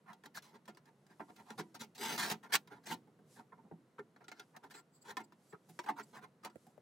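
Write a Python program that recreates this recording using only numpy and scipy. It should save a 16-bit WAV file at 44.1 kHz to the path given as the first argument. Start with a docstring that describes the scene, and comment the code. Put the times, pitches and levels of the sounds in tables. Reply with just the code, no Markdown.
"""Plastic paddles rub and knock on a wooden frame as hands work two paddle wheels on a table.
One wheel is dragged round in a long scrape and snaps free, a toothed rubber belt is lifted and
dropped, rubber and skin squeak on plastic, and a sleeve brushes past in the quiet room.
Blows and stick-slip friction all ring the same modes of wheels and frame, coloured by the spot
touched. Squeaks, sleeve and room are shaped noise."""
import sys
import numpy as np
from scipy import signal
from scipy.io import wavfile

SR = 44100
rng = np.random.default_rng(int(sys.argv[2]) if len(sys.argv) > 2 else 0)


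def to_wav(s):
    """Save 16-bit WAV."""
    ch = np.atleast_2d(s).T  # columns
    pcm = np.round(np.clip(ch, -1, 1) * 32767)  # PCM
    wavfile.write(sys.argv[1], SR, pcm.astype(np.int16))


N = 300585
TIME = np.arange(N) / SR
TAIL = int(.3 * SR)
RING_TIME = np.arange(TAIL) / SR
EDGES_HZ = np.geomspace(22, 17000, 20)
CENTRES_HZ = np.sqrt(EDGES_HZ[1:] * EDGES_HZ[:-1])


def from_db(db):
    """Decibels to gain."""
    return 10 ** (np.asarray(db) / 20)


def unit_energy(x):
    """Scale to a mean energy of one per channel."""
    return x / np.sqrt(np.mean(np.sum(x ** 2, axis=-1)) + 1e-30)


def at_hz(points, hz):
    """Interpolate a curve on a log-frequency axis."""
    f, value = np.transpose(points)
    return np.interp(np.log(hz), np.log(f), value)


def decay(t, t60):
    """Fall of 60 dB in t60 seconds, 1 ms at the shortest."""
    return np.exp(-np.log(1000) * t / max(t60, 1e-3))


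def panned(db):
    """Stereo gains for a level of left over right."""
    return from_db([[db / 2], [-db / 2]])


def add(out, start_s, sound):
    """Mix in a stereo sound."""
    i = max(int(start_s * SR), 0)
    out[:, i:i + sound.shape[1]] += sound[:, :N - i]


def resonate(x, hz, width_hz):
    """Two-pole resonance with a peak gain of one."""
    r = np.exp(-np.pi * width_hz / SR)
    feedback = [1, -2 * r * np.cos(2 * np.pi * hz / SR), r * r]
    return signal.lfilter(np.array([1, 0, -1]) * (1 - r * r) / 2, feedback, x)


def swells(rows):
    """Sum of bell-shaped envelopes."""
    return sum(from_db(db) * np.exp(-np.minimum((2 * (TIME - centre_s) / width_s) ** 2, 50))
               for centre_s, width_s, db in rows)


# Stereo image. Each row: frequency in Hz, left-right correlation.
CORRELATION = [(100, .99), (500, .96), (1000, .62), (2000, .45), (4000, .62), (8000, .74), (15000, .66)]

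def noise_bands():
    """Half-octave bands of stereo noise, nearly mono in the bass."""
    white, bands = rng.standard_normal((2, 2, N)), []
    for k, hz in enumerate(CENTRES_HZ):
        bandpass = signal.butter(2, EDGES_HZ[k:k + 2], "band", fs=SR, output="sos")
        mid, side = signal.sosfilt(bandpass, white[k % 2])
        alike = at_hz(CORRELATION, hz)
        bands.append(np.sqrt(1 + alike) * mid + np.sqrt(1 - alike) * side * [[1], [-1]])
    return np.array(bands)


def coloured_noise(bands, spectrum):
    """Steady noise of a given spectrum, rms one."""
    gains = from_db(at_hz(spectrum, CENTRES_HZ))
    return unit_energy(np.tensordot(gains, bands, 1)) * np.sqrt(N)


# Room noise spectra. Each row: frequency in Hz, relative density in dB.
RUMBLE_SPECTRUM = [(26, -28), (52, -31), (82, -30), (122, -12), (166, 8.5), (255, -8), (410, -5),
                   (610, -26), (1210, -48.5)]
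RUSTLE_SPECTRUM = [(260, -19.5), (510, 7.5), (910, 6), (1510, 2), (2510, -8), (4010, -13), (8010, -43)]
# Frame shifting on the table. Each row: centre in seconds, width in seconds, level in dB.
FRAME_SHIFTS = [(1.6, .08, -62), (2.9, 1.7, -77.5), (6.2, 0.22, -71)]

def room(bands, rumble_db=-71.5, rustle_db=-78.5, rumble_pan_db=-1.3):
    """A faint steady rustle over a low rumble that swells as the frame shifts."""
    envelope = from_db(rumble_db) + swells(FRAME_SHIFTS)
    rumble = envelope * coloured_noise(bands, RUMBLE_SPECTRUM) * panned(rumble_pan_db)
    return rumble + from_db(rustle_db) * coloured_noise(bands, RUSTLE_SPECTRUM)


# Cloth spectrum. Each row: frequency in Hz, relative density in dB.
SLEEVE_SPECTRUM = [(1600, -15.5), (3100, -7), (6400, -0.5), (9100, -2), (12100, -3.5), (14100, -27),
                   (15900, -21.5)]
# Sleeve passes. Each row: centre in seconds, width in seconds, level in dB.
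SLEEVE_SWEEPS = [(1.42, 0.58, -82.5), (3.346, .1, -70), (4.47, 0.19, -90), (5.47, 0.14, -81.5),
                 (5.76, 0.19, -77), (6.09, 0.12, -78.5), (6.64, 0.18, -82)]

def sleeve(bands, floor_db=-91.0):
    """Cloth brushes past in swells of a faint steady hiss."""
    return (from_db(floor_db) + swells(SLEEVE_SWEEPS)) * coloured_noise(bands, SLEEVE_SPECTRUM)


# Squeak resonances. Each row: frequency in Hz, relative level in dB.
SQUEAK_TONES = [(7750, 9), (4830, 0)]
# Squeaks. Each row: centre in seconds, width in seconds, gain in dB.
SQUEAKS = [(4.757, 0.033, -70.5), (4.79, 0.035, -72.5), (4.96, 0.053, -80), (5.025, 0.019, -73.5),
           (5.246, .016, -74.5), (5.51, 0.033, -79.5), (6.037, 0.018, -71.5)]

def squeaks(width_hz=850, hiss_db=4.0, hiss_from_hz=4000):
    """Rubber and skin squeak thinly on smooth plastic, with a hiss of sliding."""
    slip = rng.standard_normal((2, N))
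    whistle = sum(from_db(db) * unit_energy(resonate(resonate(slip, hz, width_hz), hz, width_hz))
                  for hz, db in SQUEAK_TONES)
    highpass = signal.butter(2, hiss_from_hz, "high", fs=SR, output="sos")
    hiss = unit_energy(signal.sosfilt(highpass, slip))
    return swells(SQUEAKS) * (whistle + from_db(hiss_db) * hiss) * np.sqrt(N)


# Modes of wheels and frame. Each row: frequency in Hz, relative energy in dB, t60 in seconds.
BODY_MODES = [(168.1, -2, .19), (214.2, 0, 0.14), (287, -3.5, 0.19), (358.3, -6.5, 0.12), (416, 2.5, 0.063),
              (741, 1, 0.097), (836.5, -1, .085), (902.3, 3, 0.084), (1012, 0.5, 0.035),
              (1280, -3.5, 0.063), (1171, -14, 0.031), (1396, 3.5, 0.092), (1592, 1.5, 0.025),
              (1778, -0.5, 0.058), (1957.6, -12.5, 0.16), (2160, -9.5, .085), (2125, -4.5, .055),
              (3390, -1, 0.011), (3745, -7, 0.05), (3900, -5, 0.017), (4077, 0, 0.039), (4813, -2, 0.029),
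              (4576, -6.5, .055), (5600, -15.5, .045), (7550, -9, 0.047)]
# Dense weak modes and close reflections. Each row: frequency in Hz, relative density in dB.
DIFFUSE_SPECTRUM = [(81, -26), (161, 2), (301, 5), (551, -16.5), (901, 5.5), (1801, -0.5), (2701, -3),
                    (4501, -2), (7001, -4.5), (11001, 0), (15001, -1)]
# Their decay. Each row: frequency in Hz, t60 in seconds.
DIFFUSE_T60 = [(110, 0.19), (410, 0.49), (1100, 0.033), (2900, 0.098), (7100, 0.048), (14000, 0.017)]

def body_responses(bands, count=24, crack_db=-3.0, crack_t60=0.0091, scatter_db=2.5,
                   room_db=-27, room_t60=.28):
    """Impulse responses at random points of the assembly: clear modes, a diffuse ring and a crack."""
    t, responses = RING_TIME, []
    hz, mode_db, _ = np.transpose(BODY_MODES)
    modes = np.array([unit_energy(decay(t, t60)) * np.exp(2j * np.pi * f * t)
                      for f, _, t60 in BODY_MODES])
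    room_tail = from_db(room_db) * decay(t, room_t60)
    envelopes = np.array([unit_energy(decay(t, at_hz(DIFFUSE_T60, f)) + room_tail) for f in CENTRES_HZ])
    colour = from_db(at_hz(DIFFUSE_SPECTRUM, CENTRES_HZ))
    spread_rad = np.arccos(at_hz(CORRELATION, hz)) / 2   # higher modes reach the sides out of phase
    for _ in range(count):
        i = rng.integers(TAIL, N - TAIL)
        noise = bands[:, :, i:i + TAIL]
        diffuse = unit_energy(np.einsum("bct,bt->ct", noise, envelopes * colour[:, None]))
        crack = unit_energy(np.tensordot(colour, noise, 1) * decay(t, crack_t60))
        phase = rng.uniform(0, 2 * np.pi, len(hz))
        phase = phase + spread_rad * rng.choice([-1, 1], len(hz)) * [[1], [-1]]
        gains = from_db(mode_db + scatter_db * rng.standard_normal(len(hz)))
        ring = unit_energy(((gains * np.exp(1j * phase)) @ modes).real)
        responses.append(ring + diffuse + from_db(crack_db) * crack)
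    return np.array(responses)


# Registers: thud (frame and table), clack (paddles), tick (their edges), fizz (surface grain).
# Each row: lower edge in Hz, upper edge in Hz.
REGISTERS_HZ = [(90, 550), (550, 2200), (2200, 7000), (7000, 16000)]
# Each entry: left over right in dB for one register.
REGISTER_PANS_DB = [-1.3, -.8, -.5, 2.5]
# Contact spots. Each row: frame resonance in Hz, paddle resonance in Hz, gain of both in dB,
# grip t60 for a knock in seconds, thud over clack in dB, fizz over tick in dB.
SPOTS = {"tip": (219.5, 1679.5, 2.5, .15, -16, -6.5), "rim": (279, 849, 14.5, 2.3, -13.5, -8.5),
         "paddle": (214.5, 970, 2, 1.7, -9, -7), "wheel": (233, 900.5, 3.5, 1.5, -3.5, -7.5),
         "hub": (213.5, 960, 2, 8, 1.5, -9), "frame": (179.5, 786, 6.5, 2, 12, 1.5),
         "rail": (390, 1264, 6, .11, 3, -9), "bracket": (495, 610, 7, -0.1, 12.5, 6),
         "belt": (340, 1400, 2.5, 1, -7.5, -14), "axle": (352, 1005, 5.5, 3.3, -11.5, -12)}

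def contact(ring, length_s, level_db, hardness_db, spot, corner_hz=16020, db_per_octave=8):
    """Colour a ring by spot. Level sets the clack; hardness sets tick over clack and the treble corner."""
    frame_hz, paddle_hz, resonance_db, _, thud_db, fizz_db = SPOTS[spot]
    pole = np.exp(-2 * np.pi * corner_hz * 2 ** (hardness_db / db_per_octave) / SR)
    ring = signal.lfilter([1 - pole], [1, -pole], ring + 1e-18)
    resonances = resonate(ring, frame_hz, width_hz=63) + resonate(ring, paddle_hz, width_hz=110)
    ring = ring + from_db(resonance_db) * resonances
    levels_db = level_db + np.array([thud_db, 0, hardness_db, hardness_db + fizz_db])
    sound = 0
    for db, pan_db, band_hz in zip(levels_db, REGISTER_PANS_DB, REGISTERS_HZ):
        bandpass = signal.butter(4, band_hz, "band", fs=SR, output="sos")
        sound += from_db(db) * panned(pan_db) * unit_energy(signal.sosfilt(bandpass, ring))
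    return np.sqrt(length_s * SR) * sound   # levels are rms over length_s


def grip(spot, looseness=1):
    """A hand on the part cuts its ring short."""
    return decay(RING_TIME, looseness * SPOTS[spot][3])


def stroke_time(length_s):
    """Time axis of one stroke, 10 ms at the shortest."""
    return np.arange(int(np.clip(length_s * SR, SR / 100, TAIL))) / SR


def friction(pressure_db, slips_per_s=2300, uneven_db=2.0):
    """Stick and slip: tiny uneven jerks whose size follows the pressure."""
    chance, size, sign = rng.random((3, TAIL))[:, :len(pressure_db)]
    size_db = uneven_db * np.minimum(-np.log(1 - size), np.e)
    jerks = from_db(size_db) * np.sign(sign - .5)
    return jerks * (chance < slips_per_s / SR) * from_db(pressure_db)


def sliding(responses, force):
    """The contact crosses three random points, so the ring changes as it goes."""
    points = rng.permutation(len(responses))[:3]
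    position = np.linspace(0, 2, len(force))
    shares = [np.sqrt(np.maximum(1 - np.abs(position - k), 0)) for k in range(3)]
    return sum(signal.fftconvolve(responses[point], (force * share)[None])
               for point, share in zip(points, shares))


# Blows. Each row: start in seconds, level in dB, hardness in dB, spot.
KNOCKS = [(0.131, -63, -6.5, "rim"), (0.237, -62, -10.5, "paddle"), (0.373, -50, -17, "tip"),
          (0.655, -76, 1, "wheel"), (0.679, -63, -5, "paddle"), (0.748, -78, 2, "belt"),
          (0.771, -65.5, -6.5, "paddle"), (0.856, -83, 4.5, "paddle"), (1.066, -79, -0.5, "paddle"),
          (1.196, -54, -25, "wheel"), (1.504, -54.5, -6.5, "hub"), (1.98, -68.5, 6, "hub"),
          (2.3, -46, 0, "paddle"), (2.313, -47, 1, "hub"), (2.553, -39.5, 5, "tip"),
          (2.674, -67, -3.5, "hub"), (3.074, -77.5, -19, "frame"), (3.19, -77.5, -20, "frame"),
          (3.712, -62, -36, "frame"), (4.162, -66.5, -12.5, "belt"), (4.242, -69, -5.5, "belt"),
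          (4.282, -58, -3.5, "belt"), (4.316, -56, -4.5, "belt"), (4.396, -58, 0, "belt"),
          (4.564, -63.5, -2.5, "tip"), (5.169, -42.5, -9.5, "axle"), (5.322, -67, -11, "hub"),
          (5.79, -45, -10, "axle"), (6.448, -60, 4, "tip"), (6.457, -58.5, -7, "paddle"),
          (6.499, -70.5, -7, "belt"), (6.557, -68.5, -16.5, "bracket"), (6.667, -75, -7, "frame"),
          (6.778, -73, -22, "bracket")]

def knocks(responses, chatter_s=.016, chatter_db=-8.0, settled_db=-29.5):
    """Single blows with a brief chatter as the parts settle."""
    out = np.zeros((2, N))
    pressure_db = np.interp(stroke_time(chatter_s), [0, chatter_s], [chatter_db, settled_db])
    for k, (start_s, level_db, hardness_db, spot) in enumerate(KNOCKS):
        force = friction(pressure_db)
        force[0] = 1   # the blow itself
        ring = signal.fftconvolve(responses[k % len(responses)] * grip(spot), force[None])
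        add(out, start_s, contact(ring, .03, level_db, hardness_db, spot))
    return out


# Short slides. Each row: start, rise and fall in seconds, level in dB, hardness in dB, spot.
RUBS = [(0.063, 0.039, .03, -56.5, -20, "paddle"), (0.247, 0.014, .007, -58, -3, "wheel"),
        (0.346, 0.022, 0.022, -56, 1, "tip"), (0.421, 0.0012, 0.093, -69, 0, "wheel"),
        (0.52, 0.034, 0.02, -64.5, -10, "hub"), (0.676, 0.0071, 0.025, -57, -10, "hub"),
        (0.851, 0.038, 0.0061, -68, -14.5, "wheel"), (1.089, 0.015, 0.043, -70, -9.5, "hub"),
        (1.199, 0.0037, 0.025, -50, -25.5, "wheel"), (1.28, 0.021, 0.0097, -62, -14.5, "hub"),
        (1.358, 0.0043, 0.016, -73, 5, "paddle"), (1.368, 0.031, 0.027, -62, -12.5, "wheel"),
        (1.46, .054, 0.023, -58, -12.5, "rim"), (1.578, .011, .026, -47, -6.5, "hub"),
        (1.742, 0.0042, 0.025, -56.5, -3, "wheel"), (1.795, .018, 0.035, -55.5, 2, "hub"),
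        (1.948, .002, 0.023, -66, 4.5, "wheel"), (2.33, 0.0054, 0.021, -54.5, -9, "hub"),
        (2.428, 0.0051, 0.045, -57, -13, "paddle"), (2.492, .012, 0.017, -57.5, -15, "paddle"),
        (2.523, 0.015, 0.025, -35, 0, "tip"), (2.7, 0.016, 0.067, -58.5, -16.5, "wheel"),
        (2.83, 0.013, 0.015, -72, -2, "paddle"), (2.857, 0.011, 0.056, -56.5, 1, "wheel"),
        (2.893, 0.026, .029, -44.5, -5.5, "wheel"), (3.358, 0.037, 0.018, -59, -16, "wheel"),
        (3.519, 0.0058, 0.016, -56, -39, "paddle"), (3.573, 0.0082, 0.029, -65.5, -35, "hub"),
        (3.63, 0.023, .04, -77, -33, "frame"), (3.982, .012, .011, -50.5, -22, "rail"),
        (4.201, 0.0079, 0.036, -66, -19, "wheel"), (4.341, 0.062, 0.035, -67.5, -6.5, "belt"),
        (4.535, .033, 0.0087, -60, -26, "paddle"), (4.629, .01, 0.035, -58.5, -14.5, "wheel"),
        (4.7, .014, 0.016, -61.5, -3, "tip"), (4.735, 0.0062, 0.063, -60, -5.5, "belt"),
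        (5.049, 0.061, 0.014, -53, -8, "paddle"), (5.188, 0.018, 0.015, -53, -14, "wheel"),
        (5.524, 0.0037, 0.024, -56, -22.5, "rail"), (5.686, 0.0084, 0.021, -72, -0.5, "frame"),
        (5.832, .01, 0.016, -61, -7, "wheel"), (5.858, .003, 0.044, -48.5, -19, "rim"),
        (5.883, .006, .022, -34.5, -21.5, "rim"), (5.965, .033, 0.021, -48.5, -15, "paddle"),
        (6.131, 0.025, 0.044, -56, -12, "paddle"), (6.214, 0.028, 0.014, -56.5, -14.5, "paddle"),
        (6.433, 0.021, 0.025, -50, -14, "paddle")]

def rubs(responses, graze_share=.4, graze_db=-41.0, light_db=-13.0):
    """Paddles and fingers graze the surface, then slide briefly, pressing harder and letting go."""
    out = np.zeros((2, N))
    for start_s, rise_s, fall_s, level_db, hardness_db, spot in RUBS:
        graze_s, length_s = graze_share * rise_s, rise_s + fall_s
        t = stroke_time(graze_s + length_s) - graze_s
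        pressure_db = np.interp(t, [-graze_s, 0, rise_s, length_s], [graze_db, light_db, 0, light_db])
        ring = sliding(responses * grip(spot, looseness=3.3), friction(pressure_db))
        add(out, start_s - graze_s, contact(ring, length_s, level_db, hardness_db, spot))
    return out


# The long scrape, paddle after paddle.
# Each row: start, length and rise in seconds, level in dB, hardness in dB, spot.
SCRAPE_STROKES = [(1.975, 0.2, 0.054, -47, 0.5, "wheel"), (2.174, .162, 0.0059, -43, -1, "paddle")]

def scrape(responses, light_db=-10.0, bite_db=3.5, release_s=0.012,
           waver_db=1.5, wavers_per_s=45, grip_t60=0.49):
    """A wheel is dragged round: each paddle bites the wood, eases off unevenly and slips free."""
    out = np.zeros((2, N))
    damped = responses * decay(RING_TIME, grip_t60)
    for start_s, length_s, rise_s, level_db, hardness_db, spot in SCRAPE_STROKES:
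        t, waver = stroke_time(length_s), rng.standard_normal(32)
        corners_s = [0, rise_s, length_s - release_s, length_s]
        pressure_db = np.interp(t, corners_s, [light_db, bite_db, 0, light_db])
        pressure_db += waver_db * np.interp(t * wavers_per_s, np.arange(len(waver)), waver)
        ring = sliding(damped, friction(pressure_db, slips_per_s=4600, uneven_db=6.0))
        add(out, start_s, contact(ring, length_s, level_db, hardness_db, spot))
    return out


def scene():
    """Contacts on one shared assembly, over squeaks, sleeve and room."""
    bands = noise_bands()
    responses = body_responses(bands)
    contacts = knocks(responses) + rubs(responses) + scrape(responses)
    return contacts + squeaks() + sleeve(bands) + room(bands)


def record(dry, low_cut_hz=62, high_cut_hz=15900):
    """The microphone drops the deep bass; the top is cut steeply."""
    dry = signal.sosfilt(signal.butter(2, low_cut_hz, "high", fs=SR, output="sos"), dry)
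    return signal.sosfilt(signal.ellip(10, .2, 80, high_cut_hz, fs=SR, output="sos"), dry)


dry = scene()
out = record(dry)
to_wav(out)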